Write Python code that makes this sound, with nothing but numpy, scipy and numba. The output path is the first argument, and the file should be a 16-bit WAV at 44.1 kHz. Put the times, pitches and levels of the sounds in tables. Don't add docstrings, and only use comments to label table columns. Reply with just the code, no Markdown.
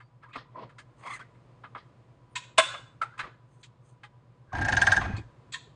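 import sys
import numpy as np
from scipy import signal
from scipy.fft import rfft, irfft
from scipy.io import wavfile
from scipy.ndimage import uniform_filter1d
from numba import njit

SR = 44100
rng = np.random.default_rng(int(sys.argv[2]) if len(sys.argv) > 2 else 0)


def unload_audio(sound):
    columns = np.transpose(np.atleast_2d(sound))
    steps = np.round(np.clip(columns, -1, 1) * 32767)
    wavfile.write(sys.argv[1], SR, steps.astype(np.int16))


def field_ratio(decibels):
    return 10 ** (np.asarray(decibels, dtype=float) / 20)


N = 253575

# (time [s], peak [dB], held [s])
CATCHES = [(4.530, -29, 0.018), (4.551, -26, .018), (4.585, -26, 0.015), (4.614, -21.5, 0.031),
           (4.649, -19.5, .018), (4.685, -16, 0.018), (4.725, -14.5, 0.016), (4.769, -12.5, 0.015),
           (4.817, -11.5, .016), (4.870, -11.5, 0.017), (4.920, -11, .016), (4.967, -14.5, 0.019),
           (5.012, -32.5, .012), (5.052, -32.5, 0.015), (5.099, -50, .01)]
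# (frequency [Hz], width [Hz], level [dB])
HOUSING_MODES = [(673, 48, -33), (763, 16.7, 0.5), (870, 11, 2.5), (1002, 53, -10), (1330, 3, -22),
                 (1620, 35, -3), (1746, 23, -2.5), (1868, 6, -18), (2030, 6.7, -24.5), (2520, 55, -22),
                 (3000, 150, -20.5), (3460, 34, -20.5), (6390, 369, -13.5)]
FULL_STRAIN_DB = -12.5


def unit(x):
    return x / np.sqrt(np.mean(x ** 2))


def top(x):
    return x / np.abs(x).max()


@njit
def svf(x, hz, width):
    y, b, l = np.empty(len(x)), 0., 0.
    for i in range(len(x)):
        g, k = np.tan(np.pi * hz[i] / SR), width / hz[i]
        v = (b + g * (x[i] - l)) / (1 + g * (g + k))
        b, l, y[i] = 2 * v - b, l + 2 * g * v, k * v
    return y


def peak(x, hz, width):
    return svf(x, np.full(len(x), 1. * hz), 1. * width)


def band(x, lo_hz, hi_hz):
    return signal.sosfilt(signal.butter(4, [lo_hz, hi_hz], "bandpass", fs=SR, output="sos"), x)


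def walk(rate):
    k = int(SR / rate)
    steps = np.repeat(rng.standard_normal(N // k + 1), k)
    return uniform_filter1d(steps, k)[:N]


def grit(scatter_db, rate):
    return unit(rng.standard_normal(N) * field_ratio(scatter_db * walk(rate)))


def curve(s, values):
    span = np.arange(max(int(s[0] * SR), 0), min(int(s[-1] * SR), N))
    return span, np.interp(span / SR, s, values)


def add(out, s, sound):
    i = max(int(s * SR), 0)
    out[i:i + len(sound)] += sound[:N - i]


def blows(table, modes, length, low_hz, split_hz, rise, drive, flat, ring_db, damp_hz, choke_db):
    out, t = np.zeros(N), np.arange(SR // 3) / SR
    hz, width, db = np.transpose(modes)[:, :, None]
    width = width + damp_hz
    for s, peak_db, low_db, high_db, spot_hz in table:
        envelope = (1 - np.exp(-t / rise)) ** 2 * np.exp(-(t / length) ** 2)
        rattle = rng.standard_normal(len(t)) * envelope
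        strike = rattle * np.exp(-t / drive)
        near_db = -7 * np.minimum(np.abs(np.log2(hz / spot_hz)), 1)
        scatter_db = 1.5 * rng.standard_normal(hz.shape)
        grain = np.abs(np.exp(-2j * np.pi * hz * t[:2000]) @ strike[:2000])[:, None]
        floor = 0.53 * np.sqrt(np.sum(strike ** 2))
        share = field_ratio(db + near_db + scatter_db) / np.maximum(grain, floor)
        decays = width * np.sin(2 * np.pi * hz * t) * np.exp(-np.pi * width * t)
        ring = signal.fftconvolve(strike, np.sum(share * decays, axis=0))[:len(t)]
        noise = top(flat * rattle + peak(rattle, spot_hz, .5 * spot_hz))
        ring = field_ratio(ring_db) * top(ring)
        choke = field_ratio(-choke_db * np.clip((t - length) / 0.013, 0, 1))
        both = noise + choke * ring
        thump = field_ratio(low_db) * top(band(noise + ring, low_hz, split_hz))
        middle = top(band(both, split_hz, 4000))
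        edge = field_ratio(high_db) * top(band(both, 4000, 9300))
        add(out, s - rise, field_ratio(peak_db) * (middle + thump + edge))
    return out


def clank():
    # (time [s], peak [dB], thump of the weight [dB], edge of the contact [dB], favoured ring [Hz])
    bowl_blows = [
        (2.578, -19.5, -29.5, -8, 3100),
        (2.582, -7, -17.5, -6.5, 2000),
        (2.596, -11, -23, -11, 2100),
        (2.741, -31, -36, -21, 1300),
    ]
    # (frequency [Hz], width [Hz], level [dB])
    bowl_modes = [(653, 52, -3.5), (657, 40, 3.5), (760, 27, -13.5), (870, 33, -12.5), (1042, 6, -2),
                  (1088, 14, 1), (1224, 30, -6.5), (1380, 17, -3), (1484, 15, -8), (1618, 8.4, 2.5),
                  (1660, 15, -6), (1960, 31, -12), (2112, 9, -4), (2264, 46, -10.5), (2493, 10, 0.5),
                  (2650, 12, -0.5), (2860, 25, -6.5), (3168, 13, -4.5), (2950, 20, -9), (3470, 8, 1),
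                  (3677, 3, -1.5), (3930, 60, -18.5), (4307, 20, -16), (4985, 22, -26.5), (5437, 20, -22.5),
                  (6331, 14, -14.5), (6650, 62, -22), (7200, 30, -17), (7853, 20, -9), (8430, 56, -15.5),
                  (8800, 60, -12), (9134, 140, -12.5)]
    return blows(bowl_blows, bowl_modes, 0.013, low_hz=519, split_hz=714, rise=0.0036, drive=0.018,
                 flat=0.38, ring_db=4.0, damp_hz=7.7, choke_db=6.0)


def taps():
    # (time [s], peak [dB], thump of the weight [dB], edge of the contact [dB], favoured ring [Hz])
    firm = [
        (0.001, -46, -12, -24, 985),
        (0.235, -57, -13, -24, 1200),
        (0.356, -41, 6.5, -25, 1020),
        (0.693, -48, -20, -21, 1240),
        (1.061, -36, -2, -12, 1130),
        (1.749, -38, 2.5, -32, 1220),
        (3.015, -24.5, -9.5, -20, 1350),
        (3.178, -38, -22, -12, 1030),
        (3.191, -23.5, -16, -17, 1950),
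        (3.237, -59, -10, -28, 1200),
    ]
    soft = [
        (0.288, -52, -14, -21, 1090),
        (0.555, -65, 20, -39, 1000),
        (0.783, -41.5, -12, -7, 1680),
        (1.192, -41, -5, -14, 1340),
        (1.348, -58.5, -11, -20, 1015),
        (1.637, -40, -1.5, -32, 1220),
        (3.14, -64, 8, -18, 1570),
        (4.033, -38.5, -19, -18, 2240),
    ]
    # (frequency [Hz], width [Hz], level [dB])
    beater_modes = [(1030, 7.3, 1.5), (1220, 13, 4), (1349, 97, 0.5), (1678, 95, -1), (2069, 190, -2),
                    (2527, 48, -6), (2570, 8.8, -38), (2650, 13, -22), (3098, 23, -6.5), (3705, 11, -15),
                    (4040, 14, -54), (4700, 36, -48), (4830, 27, -24)]
    out = np.zeros(N)
    for table, contact_s in ((firm, 0.025), (soft, 0.03)):
        out += blows(table, beater_modes, contact_s, low_hz=404, split_hz=1216, rise=0.0021, drive=0.041,
                     flat=0.15, ring_db=5.0, damp_hz=34.3, choke_db=-5.0)
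    return out


def clicks():
    # (time [s], peak [dB], thump of the weight [dB], edge of the contact [dB], favoured ring [Hz])
    latch_blows = [
        (0.331, -38.5, -26, -25, 2380),
        (2.355, -25, -7, -3.5, 2530),
        (2.435, -47, -19, -8.5, 2324),
        (3.631, -45.5, -29, 0, 3330),
        (5.012, -34, -2, -20, 2280),
        (5.165, -44, -27, -2, 4240),
        (5.522, -41, -28, 7, 2560),
        (5.535, -31.5, -8.5, -1.5, 3200),
    ]
    # (frequency [Hz], width [Hz], level [dB])
    lever_modes = [(1050, 9.3, 6), (1670, 24, -7), (1910, 87, -5), (2190, 14, -8.5), (2280, 12, -9),
                   (2526, 10, 4), (2720, 17, 2), (3353, 250, -6.5), (3800, 290, -6.5), (4250, 37, -10.5),
                   (4700, 66, -15.5), (4670, 160, -15), (5140, 36, -21.5), (6100, 320, -19),
                   (7100, 8.6, -13), (7240, 44, -10.5), (7050, 50, -17), (7660, 140, -4.5), (6940, 40, -6),
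                   (8460, 80, -12), (7830, 210, -9.5), (8740, 69, -20.5)]
    return blows(latch_blows, lever_modes, 0.03, low_hz=960, split_hz=1100, rise=0.003, drive=0.038,
                 flat=0.64, ring_db=1.0, damp_hz=39.58, choke_db=2.0)


def judders():
    table = []
    for s, db, _ in CATCHES:
        strain_db = db - FULL_STRAIN_DB
        table.append((s, db - 4.5, -7 - 0.6 * strain_db, -11.5 + .5 * strain_db, 1650))
    return blows(table, HOUSING_MODES, 0.015, low_hz=630, split_hz=1200, rise=.0025, drive=0.0075,
                 flat=1.6, ring_db=7.0, damp_hz=22, choke_db=8.0)


def held(table, attack, release, wobble_db, blur_hz):
    out, waver, drift = np.zeros(N), field_ratio(wobble_db * walk(170)), blur_hz * walk(300)
    for s, length, from_hz, to_hz, db in table:
        span, hz = curve([s, s + length + 3 * release], [from_hz, to_hz])
        t = span / SR - s
        own = np.arange(len(span)) + rng.integers(N // 2)
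        stop = np.exp(-(np.maximum(t - length, 0) / release) ** 2)
        shape = np.clip(t / attack, 0, 1) * field_ratio(-4 * t / length + 2) * stop
        cycles = np.cumsum(hz + drift[own]) / SR + rng.random()
        out[span] += field_ratio(db) * np.sqrt(2) * shape * waver[own] * np.sin(2 * np.pi * cycles)
    return out


def squeals():
    main_hz, partner_hz, under_hz = 1615, 1796, 1426
    table, body = [], []
    for s, peak_db, hold in CATCHES:
        strain_db = peak_db - FULL_STRAIN_DB
        db = -19 + 1.47 * strain_db
        table += [(s, hold, main_hz, main_hz, db),
                  (s, hold / 2, partner_hz, partner_hz, db - 7),
                  (s + hold / 2, hold, under_hz, under_hz, db - 16.5),
                  (s + hold + 0.0066, 0.0034, partner_hz, main_hz, db - 5.5)]
        body.append((s, 0.028, 740, 864, -37.5 + 0.44 * strain_db))
    notes = held(table, attack=0.0036, release=0.0027, wobble_db=0.3, blur_hz=11)
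    return notes + held(body, attack=0.0036, release=0.0066, wobble_db=5.0, blur_hz=40.3)


def ticks():
    out, t = np.zeros(N), np.arange(SR // 20) / SR
    for s, db, _ in CATCHES:
        rasp = rng.standard_normal(len(t))
        scratch = unit(band(rasp, 1600, 3950)) + .3 * unit(band(rasp, 5200, 8000))
        ping = field_ratio(-5.5) * unit(peak(rasp, 6090, 500)) * np.exp(-t / 0.0051)
        envelope = (1 - np.exp(-t / 0.00147)) * np.exp(-t / 0.0066)
        level = field_ratio(-26.5 + 1.49 * (db - FULL_STRAIN_DB))
        add(out, s - .003, level * (scratch + ping) * envelope)
    return out


def counter_drag():
    # (frequency [Hz], width [Hz], level [dB])
    loose_parts = [(3660, 300, -1), (4550, 400, -3.5), (5430, 500, -4), (6440, 600, -5.5), (7700, 500, -11),
                   (8900, 700, -6.5)]
    on_s, build_up_s, off_s, die_down_s = 4.5, 0.062, 5.19, 0.056
    t = np.arange(N) / SR
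    moving = np.clip(np.minimum((t - on_s) / build_up_s, 1 - (t - off_s) / die_down_s), 0, 1) ** 2
    strain_db = np.interp(t, *np.transpose(CATCHES)[:2]) - FULL_STRAIN_DB
    shake_db = -2.5 * (t - on_s) + .09 * strain_db
    shake, rasp, loose = grit(3., 45), grit(2.5, 120), grit(9.0, 220)
    rumble = band(peak(shake, 97, 21), 31, 400) + 0.26 * band(shake, 59, 95) + 0.27 * band(shake, 29, 50)
    boom = band(peak(shake, 252, 23), 60, 1213) + 0.45 * band(shake, 190, 330) + .15 * band(shake, 330, 600)
    grind = band(sum(field_ratio(0.14 * db) * peak(rasp, hz, 130) for hz, _, db in HOUSING_MODES[:9]), 390, 3500)
    brush = band(rasp, 1500, 5200) + 2.5 * peak(rasp, 2140, 100)
    chatter = sum(field_ratio(db) * peak(peak(loose, hz, width), hz, 2 * width) for hz, width, db in loose_parts)
    mix = field_ratio(-31 + shake_db) * unit(rumble)
    mix += field_ratio(-39.5 + shake_db) * unit(boom)
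    mix += field_ratio(-35.5 + 0.44 * strain_db) * unit(grind)
    mix += field_ratio(-44.5 + 0.65 * strain_db) * unit(brush)
    mix += field_ratio(-50.5 + 0.68 * strain_db) * unit(chatter)
    return moving * mix


def strokes(rub):
    # (most pressure [s], level [dB], build-up [s], let-go [s], hollow resonance [Hz])
    drags = [
        (.41, -61, 0.051, 0.058, 1050),
        (.568, -63, 0.025, 0.25, 1030),
        (.63, -50, 0.13, 0.068, 1030),
        (1.02, -64, .06, 0.12, 1090),
        (1.22, -67, 0.041, .1, 1400),
        (3.28, -58, 0.16, 0.067, 1030),
    ]
    scrapes = [(.236, -52.5, 0.024, 0.091, 1280), (.36, -39, 0.027, 0.064, 1106),
               (.733, -65.5, 0.13, 0.0093, 1240), (1.075, -44.5, 0.11, 0.11, 1067),
               (1.122, -47, 0.1, 0.062, 1160), (1.166, -51, 0.11, 0.066, 1820),
               (1.775, -50.5, 0.018, 0.028, 1220), (1.795, -61.5, .03, 0.038, 1240),
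               (3.06, -56, 0.014, 0.019, 1280), (3.208, -39.5, 0.015, 0.032, 1430),
               (3.244, -42, 0.082, 0.07, 1200), (5.018, -33.5, 0.035, 0.044, 1200),
               (5.06, -39.5, 0.059, 0.071, 1300), (5.1, -50.5, 0.025, 0.08, 814),
               (5.16, -48, 0.055, 0.085, 1160), (1.215, -55.5, .03, 0.094, 1930),
               (3.035, -47, .03, 0.093, 850)]
    wisps = [
        (.99, -76, 0.043, 0.14, 1010),
        (1.155, -55.5, 0.16, 0.039, 1860),
        (3.55, -80, .12, .12, 950),
        (3.615, -75, 0.031, 0.019, 1384),
        (3.855, -79, 0.056, 0.087, 864),
        (3.895, -74, 0.046, 0.089, 890.8),
    ]
    scuffs = [
        (.39, -48.5, 0.067, 0.083, 1920),
        (.63, -64.5, 0.068, 0.085, 2180),
        (1.785, -55.5, 0.034, 0.083, 2220),
        (5.12, -66, 0.099, 0.12, 2500),
    ]
    # (rumble [dB], scratch [dB], hiss [dB], share of the rim overtone [1])
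    scuff_colour = (-16, -6, -46, -3.5)
    kinds = ((drags, (3.5, -16, -58, 0.4)), (scrapes, (-16, -17.5, -31, 0.32)),
             (wisps, (-32, -7, 3.5, -0.5)), (scuffs, scuff_colour))
    # (from [Hz], to [Hz])
    rub_bands = (170, 700), (700, 2500), (2500, 5200), (6000, 10500)
    out = np.zeros(N)
    low, middle, bright, hiss = (unit(band(rub, *edges)) for edges in rub_bands)
    bright = unit(bright + 1.2 * peak(bright, 3300, 280) + 0.72 * peak(bright, 4200, 240))
    hiss = unit(hiss + 2.0 * peak(hiss, 6300, 500) + 1.6 * peak(hiss, 8450, 700))
    rim = unit(peak(middle, 1890, 200))
    for table, (low_db, bright_db, hiss_db, share) in kinds:
        rest = field_ratio(low_db) * low + field_ratio(bright_db) * bright + field_ratio(hiss_db) * hiss
        for s, db, build, release, hz in table:
            span, press_db = curve([s - build, s, s + release], [db - 30, db, db - 30])
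            hollow = unit(peak(middle[span], hz, 160.0))
            hollow = unit(hollow + share * rim[span] + 0.28 * middle[span])
            add(out, s - build, field_ratio(press_db) * (hollow + rest[span]))
    return out


def sings(rub):
    # (time [s], length [s], from [Hz], to [Hz], level [dB])
    glides = [(0, 0.087, 4600, 4600, -75), (2.29, .07, 9300, 9200, -78), (.295, .055, 2000, 2900, -64),
              (.333, 0.032, 2800, 1100, -45.5), (1.036, 0.046, 465, 886, -46), (.55, .1, 1060, 980, -50),
              (1.06, .1, 950, 1300, -44), (1.036, 0.13, 2010, 2120, -42), (5.164, 0.035, 4300, 4700, -54),
              (5.532, 0.05, 1910, 1670, -38.5), (5.521, 0.052, 3380, 3380, -45),
              (3.03, .09, 1280, 1420, -56), (3.12, 0.049, 1610, 1650, -70), (3.613, .13, 985, 1000, -73),
              (4.475, 0.09, 1610, 1600, -60)]
    out = np.zeros(N)
    for s, length, from_hz, to_hz, db in glides:
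        span, hz = curve([s, s + length], [from_hz, to_hz])
        _, swell_db = curve([s, s + 0.37 * length, s + length], [db - 13, db, db - 13])
        add(out, s, field_ratio(swell_db) * unit(svf(svf(rub[span], hz, 200.), hz, 200.)))
    return out


def clear_notes():
    # (time [s], length [s], from [Hz], to [Hz], level [dB])
    part_notes = [(.232, .025, 1700, 1600, -57), (.235, .08, 1000, 1000, -63), (.28, .03, 1150, 1200, -58),
                  (.455, .04, 1000, 1000, -64), (.545, .09, 1040, 1000, -52), (.55, .07, 620, 610, -56),
                  (1.055, .03, 1100, 1130, -44), (1.055, .03, 2160, 2150, -50),
                  (1.05, .03, 3250, 3350, -58), (1.105, .02, 3400, 3550, -57),
                  (1.115, .035, 1180, 1260, -47), (1.125, .03, 2100, 2050, -49),
                  (1.132, .012, 4150, 4100, -60), (1.154, .005, 3300, 3300, -56),
                  (1.165, .02, 1620, 1600, -55), (1.203, .012, 3300, 3300, -62),
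                  (1.205, .025, 1500, 1600, -53), (1.64, .025, 1700, 1500, -56),
                  (1.748, .015, 1250, 1240, -49), (2.742, .015, 1270, 1270, -46),
                  (3.013, .022, 1350, 1350, -36), (3.015, .015, 2150, 2150, -45),
                  (3.04, .04, 1290, 1370, -53), (3.08, .05, 1380, 1420, -59),
                  (3.137, .016, 1620, 1620, -60), (3.174, .025, 1050, 1100, -50),
                  (3.203, .014, 4000, 4000, -54), (3.228, .006, 3300, 3300, -59),
                  (3.23, .035, 1100, 1080, -53), (5.04, .17, 2500, 2500, -60),
                  (5.164, .006, 4200, 4300, -54), (5.115, .02, 1650, 1600, -52),
                  (5.05, .025, 1650, 1600, -46), (5.165, .02, 2550, 2500, -52),
                  (4.52, .07, 1050, 1030, -50), (2.66, .14, 560, 550, -58)]
    return held(part_notes, attack=0.0035, release=0.0048, wobble_db=6, blur_hz=44.1)


def thuds():
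    # (time [s], peak [dB], frequency [Hz], decay [s])
    knocks = [(0.36, -41.5, 264, 0.025), (.37, -58, 45, 0.039), (0.646, -51, 118, 0.049),
              (2.586, -37.5, 259, 0.023), (2.583, -14.5, 650, .035), (2.583, -21, 1042, .045),
              (2.584, -18.5, 1088, .04), (2.585, -27, 590, .03), (2.586, -30, 735, .03),
              (1.645, -58, 270, .03), (1.752, -54, 260, .03), (3.235, -51, 50, 0.039),
              (3.248, -48.5, 184, 0.02), (4.487, -47, 122, 0.022), (5.097, -30, 190, 0.02),
              (5.136, -24, 98, 0.03), (5.128, -32, 100, .015), (5.178, -34, 170, .02),
              (5.175, -41, 111.4, 0.11), (5.19, -40, 330, .02), (5.1, -38, 420, .015),
              (2.63, -53, 340, .05), (5.24, -52, 55, .08), (5.671, -50, 415, 0.02),
              (4.036, -50.5, 830, 0.036)]
    out, t = np.zeros(N), np.arange(SR // 4) / SR
    for s, peak_db, hz, decay in knocks:
        envelope = (1 - np.exp(-t / 0.0022)) * np.exp(-2.5 * t / decay)
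        add(out, s, field_ratio(peak_db + 5) * np.sin(2 * np.pi * hz * t) * envelope)
    return out


def kitchen(x):
    # (frequency [Hz], reverberation time t60 [s])
    decay_times = [(300, 0.42), (1000, 0.67), (2500, 0.52), (4500, 0.58), (6400, 0.24), (7600, .38)]
    t, tail = np.arange(SR) / SR, np.zeros(SR)
    for hz, t60 in decay_times:
        noise = band(rng.standard_normal(SR), hz / 1.4, min(hz * 1.7, 12000))
        tail += noise * np.exp(-np.log(1000) * t / t60)
    tail *= 1 - np.exp(-t / 0.018)
    return signal.fftconvolve(x, tail / np.sqrt(np.sum(tail ** 2)))[:N]


def background():
    # (frequency [Hz], level [dB rms])
    hum_lines = [(47.86, -79.5), (90, -90), (111.73, -68), (118.3, -81.5), (119.95, -60.5), (123.3, -81),
                 (126.55, -89.5), (128.17, -65), (144.62, -70), (167.81, -75)]
    # (frequency [Hz], width [Hz], level [dB rms])
    fan_lines = [(346, 8, -86.5), (580, 7.2, -83), (820, 15, -85), (985, 8.3, -73.5), (1200, 88, -82)]
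    # (frequency [Hz], density [dB per Hz])
    air_colour = [(15, -54), (25, -24.5), (85, -17), (121, -10), (195, -19.5), (365, -21), (425, -25.5),
                  (470, -20), (924, -30.5), (996, -25), (1280, -32), (6060, -50.5), (10000, -56.5),
                  (13000, -70), (22000, -120)]
    t = np.arange(N) / SR - .04
    hum = sum(field_ratio(db) * np.sqrt(2) * np.cos(2 * np.pi * hz * t) for hz, db in hum_lines)
    fan = np.zeros(N)
    for hz, width, db in fan_lines:
        fan += field_ratio(db + 0.99 * walk(3.2)) * unit(peak(rng.standard_normal(N), hz, width))
    f = np.maximum(np.fft.rfftfreq(N, 1 / SR), 1)
    air_hz, air_db = np.transpose(air_colour)
    colour = field_ratio(np.interp(np.log(f), np.log(air_hz), air_db))
    air = unit(irfft(rfft(rng.standard_normal(N)) * colour, N))
    return hum + fan + field_ratio(-62 + 2.6 * walk(2)) * air


def scene():
    bowl, beater, latch = clank(), taps(), clicks()
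    catches, squeal, drive = judders(), squeals() + ticks(), counter_drag()
    rub = grit(1.8, 150)
    rubs, notes = strokes(rub) + sings(rub), clear_notes()
    sent = bowl + .8 * beater + 1.1 * latch + 1.1 * catches + .45 * squeal
    sent = sent + .15 * notes + 0.527 * rubs + 0.4 * drive
    echoes = field_ratio(-13.5) * kitchen(sent)
    strength = np.sqrt(np.abs(uniform_filter1d(echoes ** 2, SR // 50)))
    echoes = echoes * strength / (strength + field_ratio(-57))
    direct = bowl + beater + latch + catches + squeal + notes + rubs + thuds() + drive
    return (direct + echoes + background())[None]


def low_pass(x):
    return signal.sosfilt(signal.butter(12, 10420, fs=SR, output="sos"), x)


def record(dry):
    top_hz = 10200
    dipped = dry - .55 * peak(dry[0], 5800, 400)
    dipped = dipped - .9 * peak(dipped[0], top_hz, 1500)
    cut = signal.sosfilt(signal.ellip(10, .3, 75, top_hz, fs=SR, output="sos"), dipped)
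    return low_pass(cut)


dry = scene()
out = record(dry)
unload_audio(out)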